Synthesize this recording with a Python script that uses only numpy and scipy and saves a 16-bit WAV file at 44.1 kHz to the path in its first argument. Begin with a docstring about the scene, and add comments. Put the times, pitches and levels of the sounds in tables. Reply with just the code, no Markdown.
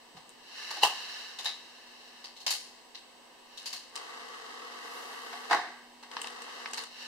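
"""Close on a wooden desk with a toy-brick label dispenser: air, a hum and a thin drive whine stand in the room.
A soft thump, a bump and a tick come first; the geared motor feeds tape and the plastic frame clacks.
Early in that run a label rasps and snaps off. Later paper rustles, the motor stirs briefly and close ticks fall.
A camera zoom whirs with clunks on the desk near its end, and the hum grows. More close ticks then fall through
a second zoom, with more rustle, a clack and two short feeds. Filtered noise, damped modes and wavering tones."""
import sys
import numpy as np
from scipy import signal
from scipy.fft import rfft, irfft
from scipy.io import wavfile

SR = 44100
rng = np.random.default_rng(int(sys.argv[2]) if len(sys.argv) > 2 else 0)


def unload_wav(signal):
    """Save mono or channel-first audio to the path in sys.argv[1] as 16-bit WAV at rate SR, clipped to [-1, 1]."""
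    wavfile.write(
        sys.argv[1],
        SR,
        np.round(np.clip(np.atleast_2d(signal).T, -1, 1) * 32767).astype(np.int16),
    )


N = 311787
TIME = np.arange(N) / SR  # s
AGE = TIME[:SR * 2 // 3]  # s since a blow
TAPS = 4096
HZ = np.fft.rfftfreq(TAPS, 1 / SR)


def amp(db):
    """Decibels to gain."""
    return 10 ** (np.asarray(db) / 20)


def evened(x):
    """Scales to an rms of one."""
    return x / np.sqrt(np.mean(x ** 2) + 1e-20)


def read(points, hz):
    """Reads a table on a log-frequency axis."""
    f, value = np.transpose(points)
    return np.interp(np.log(hz + 1), np.log(f + 1), value)


def add(mix, s, sound):
    """Mixes a sound in at time s."""
    part = mix[:, round(s * SR):][:, :sound.shape[-1]]
    part += sound[..., :part.shape[1]]


def drift(hz):
    """Random wander of unit rms, holding only rates below hz."""
    spectrum = rfft(rng.standard_normal(N))
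    slow = np.fft.rfftfreq(N, 1 / SR) < hz
    return evened(irfft(spectrum * slow, N))


def held(start, end, rise, fall):
    """Gain that rises until start, holds, and falls after end; slopes in dB per s."""
    return amp(-rise * np.maximum(start - TIME, 0) - fall * np.maximum(TIME - end, 0))


def pair(likeness, size):
    """White noise at two microphones, with a left-right correlation set at each frequency."""
    a, b = rfft(rng.standard_normal((2, size)))
    c = read(likeness, np.fft.rfftfreq(size, 1 / SR))
    return irfft([a, c * a + np.sqrt(1 - c ** 2) * b], size)


def colour(x, gain):
    """Causal minimum-phase filter with the given gain at each frequency of HZ."""
    both_sides = np.r_[gain, gain[-2:0:-1]]
    log_gain = np.log(np.maximum(both_sides, 1e-5))
    taps = np.fft.ifft(np.exp(np.conj(signal.hilbert(log_gain)))).real
    return signal.oaconvolve(x, taps[None, :TAPS // 2], axes=1)[:, :x.shape[1]]


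def peak(hz, width_hz):
    """Resonance curve over HZ: one at its centre, half at the edges of its width."""
    return 1 / (1 + (2 * (HZ - hz) / width_hz) ** 2)


def peaks_db(peaks):
    """Summed decibel boosts of a table of resonances."""
    return sum(db * peak(f, width) for f, width, db in peaks)


def resonant(spectrum, peaks):
    """Gain of a broad spectrum with resonances on it, of unit power."""
    return evened(amp(read(spectrum, HZ) + peaks_db(peaks)))


def ring(modes):
    """Damped modes after one blow; parts this small radiate no bass."""
    swing = 0
    for f, db, t60 in modes:
        swing = swing + amp(db - 60 * AGE / t60) * np.sin(2 * np.pi * f * AGE)
    return signal.sosfilt(signal.butter(3, 420, "high", fs=SR, output="sos"), swing)


# left-right likeness of sound close to the microphones: f/Hz, correlation
NEAR_LIKENESS = [(100, 1), (1000, 1), (3000, 0.1), (6000, 0.082), (15000, .05)]
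# left-right likeness of the echoes: f/Hz, correlation
ECHO_LIKENESS = [(600, 0.86), (1200, 0.8), (2200, 0), (4000, 0)]
# how the room dies away: f/Hz, t60/s
ROOM_DECAY = [(150, 0.82), (800, 0.46), (2000, 0.7), (4500, 0.69), (9000, 0.6), (15000, 0.36)]


def blow(decay, room_db, rise, early_db, early_decay):
    """A short chattering contact, strong echoes off the desk and walls, then the room dying band by band."""
    contact = pair(NEAR_LIKENESS, len(AGE)) * np.exp(-AGE / decay) * (1 - np.exp(-AGE / rise))
    hz, t, bands = signal.stft(pair(ECHO_LIKENESS, len(AGE)), SR, nperseg=256)
    dying = bands * amp(-60 * t / read(ROOM_DECAY, hz)[:, None])
    tail = signal.istft(dying, SR, nperseg=256)[1][:, :len(AGE)]
    echoes = np.repeat(rng.exponential(1, len(AGE)), 64)[:len(AGE)]  # strength redrawn every 64 samples
    early = np.sqrt(1 + amp(early_db) * echoes * np.exp(-AGE / early_decay))
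    swell = (1 - np.exp(-AGE / 0.0026)) * early
    return contact + amp(room_db) * tail * swell / 2


# left-right likeness of diffuse sound: f/Hz, correlation
DIFFUSE_LIKENESS = [(60, .15), (170, 0.063), (700, 0.48), (1300, 0.5), (2200, 0.066), (4000, 0.01),
                    (15000, 0.05)]
# colour of the air noise: f/Hz, relative level/dB
AIR_COLOUR = [(25, -20.5), (100, -29), (170, -22.5), (250, -14), (450, -11), (1000, -9.5), (1500, -16),
              (2900, -12.5), (4200, -17), (7500, -28), (15500, -37.5)]
# appliance hum, once the camera faces it: f/Hz, mean level/dB
HUM_TONES = [(242.5, -66.5), (963.6, -68)]
# the camera turns towards the hum: full from (s), growth (dB per s), level before (dB)
HUM_FULL_S, HUM_DB_PER_S, HUM_BEFORE_DB = 4.9, 12, -6


def room_tone(air_db=-54.5):
    """Steady air noise and the hum of an appliance, louder once the camera faces it."""
    air = amp(air_db) * colour(pair(DIFFUSE_LIKENESS, N), evened(amp(read(AIR_COLOUR, HZ))))
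    hum = 0
    for f, db in HUM_TONES:
        hum = hum + amp(db + 1.5 * drift(4)) * np.sin(2 * np.pi * f * TIME + .5 * drift(3.7))
    facing = amp(np.clip(HUM_DB_PER_S * (TIME - HUM_FULL_S), HUM_BEFORE_DB, 0))
    return air + np.sqrt(2) * facing * hum * amp([[-1], [1]])  # hum 2 dB stronger on the right


# feed motor runs: up to speed t/s, slows t/s, stops t/s, level/dB before the feed's trim
FEED_RUNS = [(0.595, 1.198, 2.22, -42.5), (3.575, 3.72, 3.9, -53.5), (6.54, 6.618, 6.64, -51.5),
             (7.016, 7.1, 7.2, -44.5)]
# every run spins up, eases off to a creep and stops
SPIN_UP_DB_PER_S, EASE_DB_PER_S, CREEP_DB, STOP_DB_PER_S = 100, 44, -13, 78


def feed_effort():
    """How hard the feed motor works: spin-up, full speed, creep, stop."""
    effort = 0
    for up, slows, stop, db in FEED_RUNS:
        easing_db = np.clip(EASE_DB_PER_S * (slows - TIME), CREEP_DB, 0)
        effort = effort + held(up, stop, SPIN_UP_DB_PER_S, STOP_DB_PER_S) * amp(db + easing_db)
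    return effort


def whine(hz=8048, idle_db=-71.5, half_db=-48):
    """The motor's thin switching tone, unsteady at each microphone; it halves where feed effort is half_db."""
    gain = amp(idle_db) / (1 + feed_effort() / amp(half_db))
    ports = []
    for _ in range(2):
        flutter = amp(2.2 * drift(30))
        wander = .6 * drift(3) + .5 * drift(70)  # rad
        ports.append(flutter * np.sin(2 * np.pi * hz * TIME + wander))
    return np.sqrt(2) * gain * np.array(ports)


# bumps on the desk: t/s, level/dB, f/Hz above which it turns dull
DESK_BUMPS = [(0.166, -42.5, 1100), (0.766, -29, 745), (5.328, -33, 2110), (5.498, -28.5, 2100),
              (5.509, -14, 2070), (5.526, -13, 1950), (6.026, -39.5, 2100)]
# colour of a bump: f/Hz, relative level/dB
BUMP_COLOUR = [(60, -41), (150, -27), (230, -10), (330, -3), (540, -4.5), (720, 9.5), (1100, 5.5),
               (1500, 7), (2000, 5), (2600, 6.5), (4000, 9), (6000, -2), (15000, -22.5)]
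# resonances of the desk top: f/Hz, width/Hz, boost/dB
DESK_PEAKS = [(724, 39, 4.5), (834, 33, 5.5), (1115, 61, 6.5)]


def knocks(edge_db=-17.5, edge_per_level=-0.32, room_db=-4.5,
           thump_s=.143, thump_db=-52, thump_hz=165, thump_width_hz=75):
    """The desk top answers each bump with a woody burst, duller if heavier, and a soft hand with a low thump."""
    out = np.zeros((2, N))
    wood = resonant(BUMP_COLOUR, DESK_PEAKS)
    for s, db, hz in DESK_BUMPS:
        tilt = read([(hz, 0), (hz * np.sqrt(2), edge_db + edge_per_level * db)], HZ)
        burst = blow(0.0092, room_db, rise=0.0014, early_db=15.0, early_decay=0.022)
        add(out, s, amp(db) * colour(burst, wood * amp(tilt)))
    push = blow(.018, -10, rise=.004, early_db=6, early_decay=.02)
    add(out, thump_s, amp(thump_db) * colour(push, evened(peak(thump_hz, thump_width_hz))))
    return out


# dry ticks close to the microphone: t/s, level/dB before trim, sparkle/dB, pitch f/Hz
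CLOSE_TICKS = [(0.292, -49.5, 3, 1870), (3.9555, -34, -3, 4060), (3.961, -32.5, -4, 4510),
               (3.9754, -36, -11, 4650), (6.114, -38, -11, 1710), (6.1673, -27.5, -34, 1100),
               (6.2156, -34, 2, 2880), (6.2436, -32, -24, 975), (6.271, -33.5, -8, 3800),
               (6.4197, -40, -2, 1180), (6.4914, -38, -34, 1150), (6.6576, -30.5, -36, 2080),
               (6.7337, -29.5, -4.5, 6300), (6.7424, -32.5, -16, 4460), (6.8364, -35.5, -4, 1240)]
# colour of a tick: f/Hz, relative level/dB
TICK_COLOUR = [(100, -17), (400, -1.5), (900, 9), (3000, 10), (4500, 3.5), (6500, 3.5), (8700, 9),
               (10500, -7), (15500, -13)]


def ticks(trim_db=4, body_db=-9, body_per_sparkle=-0.18, part_db=8, part_width_hz=900, left_db=0.7):
    """Small close ticks: lens clicks, finger taps and paper crackles with little room; the duller have more body."""
    out = np.zeros((2, N))
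    for s, db, sparkle, hz in CLOSE_TICKS:
        body = body_db + body_per_sparkle * sparkle
        tilt = read([(1800, body), (3000, 0), (5200, 0), (7500, sparkle)], HZ)
        gain = amp(read(TICK_COLOUR, HZ) + tilt + part_db * peak(hz, part_width_hz))
        contact = blow(0.0025, -23.5, rise=0.00069, early_db=25.5, early_decay=0.02)
        add(out, s, amp(db + trim_db) * colour(contact, gain))
    return out * amp([[left_db], [-left_db]])


# colour of the rubbing gears: f/Hz, relative level/dB
GEAR_COLOUR = [(120, -62), (200, -34), (231, -49), (422, -13.5), (596, -12.5), (1090, -6), (1350, -4.5),
               (1710, -3), (2380, -5.5), (2800, 3), (3480, -8), (3890, 1.5), (5590, -10.5), (6470, -14),
               (15500, -33.5)]
# resonances of the gearbox: f/Hz, width/Hz, boost/dB
GEARBOX_PEAKS = [(1745, 39, 7.5), (2920, 330, 2.5), (4320, 600, 0.5), (5570, 160, 10.5)]


def feed(trim_db=2, teeth_hz=190, mesh=0.21, flutter_db=0.5, tone_db=-17, tone_hz=1740, tone_waver=0.016):
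    """Plastic gears rub tooth by tooth, drawing tape through the frame; the fastest one sings unsteadily."""
    turns = np.cumsum(teeth_hz * (1 + 0.0638 * drift(8.57))) / SR
    toothed = 1 + mesh * np.cos(2 * np.pi * turns)
    rub = pair(DIFFUSE_LIKENESS, N) * toothed * amp(flutter_db * drift(45))
    tone_turns = np.cumsum(tone_hz * (1 + tone_waver * drift(38.6))) / SR
    tone = amp(tone_db + 2.5 * drift(15)) * np.sin(2 * np.pi * tone_turns)
    gears = colour(rub, resonant(GEAR_COLOUR, GEARBOX_PEAKS))
    return amp(trim_db) * feed_effort() * (gears + tone)


# frame clacks: t/s, level/dB, body/dB, sparkle/dB (level and body before trim), struck part's pitch f/Hz
FRAME_CLACKS = [(0.7061, -30, 1, -17, 4430), (0.959, -33.5, -19, -32, 3970), (1.3875, -26, -7, -21, 3700),
                (1.4449, -30, -7, -13, 3840), (1.4561, -21, -7, -27, 3703), (2.2418, -33, -8.5, -25, 4540),
                (2.365, -39.5, -22, -22, 4020), (2.4023, -38, -18, -18.5, 4263),
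                (2.4642, -16.5, -11, -20.5, 5070), (2.505, -19.5, -10.5, -11.5, 4370),
                (2.9473, -34.5, -10.5, -28, 3890), (3.5742, -33, -27, -20, 3770),
                (3.6576, -26.5, -14.5, -16.5, 4740), (3.7288, -26.5, -11, -17, 4400),
                (6.774, -26.5, -4, -19.5, 4250)]
# colour of a clack: f/Hz, relative level/dB
CLACK_COLOUR = [(100, -33), (300, -18), (560, -4.5), (760, 1), (1300, 1), (2200, 0.5), (3200, -3),
                (4100, -3), (5300, -5.5), (7000, 3.5), (10000, 2.5), (15500, -9.5)]
# the latch springs back and rings on: t/s, level/dB (before the left-right balance)
LATCH_SPRING = (1.457, -33.5)
# modes of the latch: f/Hz, level/dB, t60/s
LATCH_RING = [(1742, -8, .25), (3760, -2, .3), (3836, 0, .33), (3975, 1, .3), (4925, -5, .2)]
# a struck part falls back once in its play: delay (s), level (dB)
REBOUND_S, REBOUND_DB = 0.0068, -7


def clacks(trim_db=1.5, body_trim_db=-1, part_db=7, part_width_hz=700, desk_share=0.4, room_db=-7.5, left_db=0.9):
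    """Frame beams and gears jump in their play and fall back, ringing at their pitch and shaking the desk."""
    out = np.zeros((2, N))
    desk = desk_share * peaks_db(DESK_PEAKS)
    for s, db, body, sparkle, hz in FRAME_CLACKS:
        tilt = read([(1600, body + body_trim_db), (3000, 0), (5200, 0), (8000, sparkle)], HZ)
        gain = amp(read(CLACK_COLOUR, HZ) + tilt + desk + part_db * peak(hz, part_width_hz))
        for delay, drop in (0, 0), (REBOUND_S, REBOUND_DB):
            crack = colour(blow(0.0077, room_db, rise=0.00017, early_db=23, early_decay=0.032), gain)
            add(out, s + delay, amp(db + drop + trim_db) * crack)
    latch_s, latch_db = LATCH_SPRING
    add(out, latch_s, amp(latch_db) * ring(LATCH_RING))
    return out * amp([[left_db], [-left_db]])


# the label tears free in quick slips: t/s, level/dB
LABEL_SLIPS = [(.8331, -9), (.83414, -10), (.83518, -12)]
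# what the slips shake: f/Hz, level/dB, t60/s
SLIP_RING = [(870, -2.5, 0.007), (2890, -3.5, 0.012), (4100, -5.5, 0.012), (9900, -17, 0.0032)]
# colour of the snap: f/Hz, relative level/dB
SNAP_COLOUR = [(60, -73), (200, -31), (550, -11), (740, 0), (1020, 0.5), (1400, -10.5), (2200, -13.5),
               (2900, 1), (3500, -9.5), (4200, -9), (5800, -15.5), (15000, -29.5)]


def snap(echo_db=-6, peel_db=-20, peel_hz=4200, peel_time=0.0069):
    """The glue peels in a swelling rasp, the label lets go and the sprung frame flicks back on the desk."""
    out, release = np.zeros((2, N)), LABEL_SLIPS[0][0]
    for s, db in LABEL_SLIPS:
        add(out, s, amp(db) * ring(SLIP_RING))
    flick = blow(0.022, -6.0, rise=0.00032, early_db=27, early_decay=0.02)
    add(out, release, amp(echo_db) * colour(flick, amp(read(SNAP_COLOUR, HZ))))
    swell = np.exp(-abs(TIME - release) / peel_time) * (TIME < release)
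    rasp = colour(pair(NEAR_LIKENESS, N) * swell, resonant(SNAP_COLOUR, [(peel_hz, 1200, 10)]))
    return out + amp(peel_db) * rasp


# paper rustles: peak t/s, level/dB
PAPER_RUSTLES = [(3.64, -63), (6.23, -64), (6.74, -55.5)]
# each swells quickly and fades slowly, until the last stops
RUSTLE_RISE_DB_PER_S, RUSTLE_FALL_DB_PER_S, RUSTLE_END_S = 115, 22, 6.84


def rustle(per_s=170, spread_db=5, decay=0.00032, sparks_per_s=28, spark_db=-2, spark_hz=8500, spark_width_hz=700):
    """Paper sticks and slips in a spray of tiny ticks, with a few brighter crackles among them."""
    swell = sum(amp(db) * held(s, s, RUSTLE_RISE_DB_PER_S, RUSTLE_FALL_DB_PER_S) for s, db in PAPER_RUSTLES)
    swell = swell * (TIME < RUSTLE_END_S)
    happens = rng.random(N) < per_s / SR
    sizes = amp(spread_db * np.minimum(rng.exponential(1, N), 3)) * happens
    slips = signal.lfilter([1], [1, -np.exp(-1 / (decay * SR))], sizes)
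    spray = evened(colour(pair(DIFFUSE_LIKENESS, N) * slips, resonant(TICK_COLOUR, [(7860, 740, 5)])))
    catches = rng.standard_normal((2, N)) * (rng.random(N) < sparks_per_s / SR)
    sparks = evened(colour(catches, peak(spark_hz, spark_width_hz)))
    return swell * (spray + amp(spark_db) * sparks)


# zoom runs: start t/s, stop t/s, level/dB before trim
ZOOM_RUNS = [(3.964, 5.52, -48), (6.135, 6.83, -48.5)]
# left-right likeness of sound inside the camera body: f/Hz, correlation
INSIDE_LIKENESS = [(170, 0.79), (400, 0.019), (1150, 0.45), (2000, -0.53), (3000, -0.1), (15000, 0.018)]
# colour of the lens drive: f/Hz, relative level/dB
LENS_COLOUR = [(88, -67), (150, -45), (239, -11.5), (352, -12.5), (471, -4.5), (618, -11), (695, -3.5),
               (1130, -3), (1370, -1), (1940, -6), (2360, -9), (2810, -4.5), (4480, -10), (13300, -32.5),
               (15500, -64)]
# resonances of the zoom drive: f/Hz, width/Hz, boost/dB
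LENS_DRIVE_PEAKS = [(464, 75, 7.8), (710, 57, 1.1), (1133, 88, 6.3), (1292, 49, 7.4), (1955, 240, 6.5)]
ZOOM_START_DB_PER_S, ZOOM_STOP_DB_PER_S = 385, 280
# near the end of its travel the lens drags and hisses: peak (s), build-up and easing (dB per s)
DRAG_S, DRAG_RISE_DB_PER_S, DRAG_FALL_DB_PER_S = 4.955, 70, 14


def zoom(trim_db=4.5, teeth_hz=141, mesh=0.11, flutter_db=1, tone_db=-13, tone_hz=1143,
         hiss_hz=12800, hiss_db=-10, drag_db=2.5):
    """The lens drive purrs in the camera body with a wavering gear tone; drag adds level and a thin hiss."""
    running = sum(amp(db) * held(start, stop, ZOOM_START_DB_PER_S, ZOOM_STOP_DB_PER_S)
                  for start, stop, db in ZOOM_RUNS)
    drag = held(DRAG_S, DRAG_S, DRAG_RISE_DB_PER_S, DRAG_FALL_DB_PER_S)
    turns = np.cumsum(teeth_hz * (1 + 0.047 * drift(12.1))) / SR
    toothed = 1 + mesh * np.cos(2 * np.pi * turns)
    rub = pair(INSIDE_LIKENESS, N) * toothed * amp(flutter_db * drift(81))
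    tone_turns = np.cumsum(tone_hz * (1 + 0.01188 * drift(31.3))) / SR
    tone = amp(tone_db + 2.8 * drift(5.3)) * np.sin(2 * np.pi * tone_turns)
    hiss_gain = resonant([(1000, -21), (9000, 8), (16000, -5)], [(hiss_hz, 2500, 6)])
    hiss = colour(pair(INSIDE_LIKENESS, N), hiss_gain)
    drive = colour(rub, resonant(LENS_COLOUR, LENS_DRIVE_PEAKS)) + tone
    purr = amp(trim_db + drag_db * drag) * drive * amp([[.6], [-.6]])  # slightly left
    return running * (purr + amp(hiss_db) * drag * hiss)


def scene():
    """Room, machine, desk and camera together."""
    return room_tone() + whine() + knocks() + ticks() + feed() + clacks() + snap() + rustle() + zoom()


# dips in the microphone's response: f/Hz, width/Hz, depth 0-1
MICROPHONE_DIPS = [(613, 65, 0.6), (1369, 187, 0.75), (2386, 260, 0.88), (3413, 354, 0.67)]


def record(dry, edge_hz=15830):
    """The microphone's narrow dips, then the band limit."""
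    response = np.prod([1 - depth * peak(f, width) for f, width, depth in MICROPHONE_DIPS], axis=0)
    edge = signal.firwin(511, edge_hz, window=("kaiser", 9), fs=SR)
    return signal.oaconvolve(colour(dry, response), edge[None], "same", axes=1)


dry = scene()
out = record(dry)
unload_wav(out)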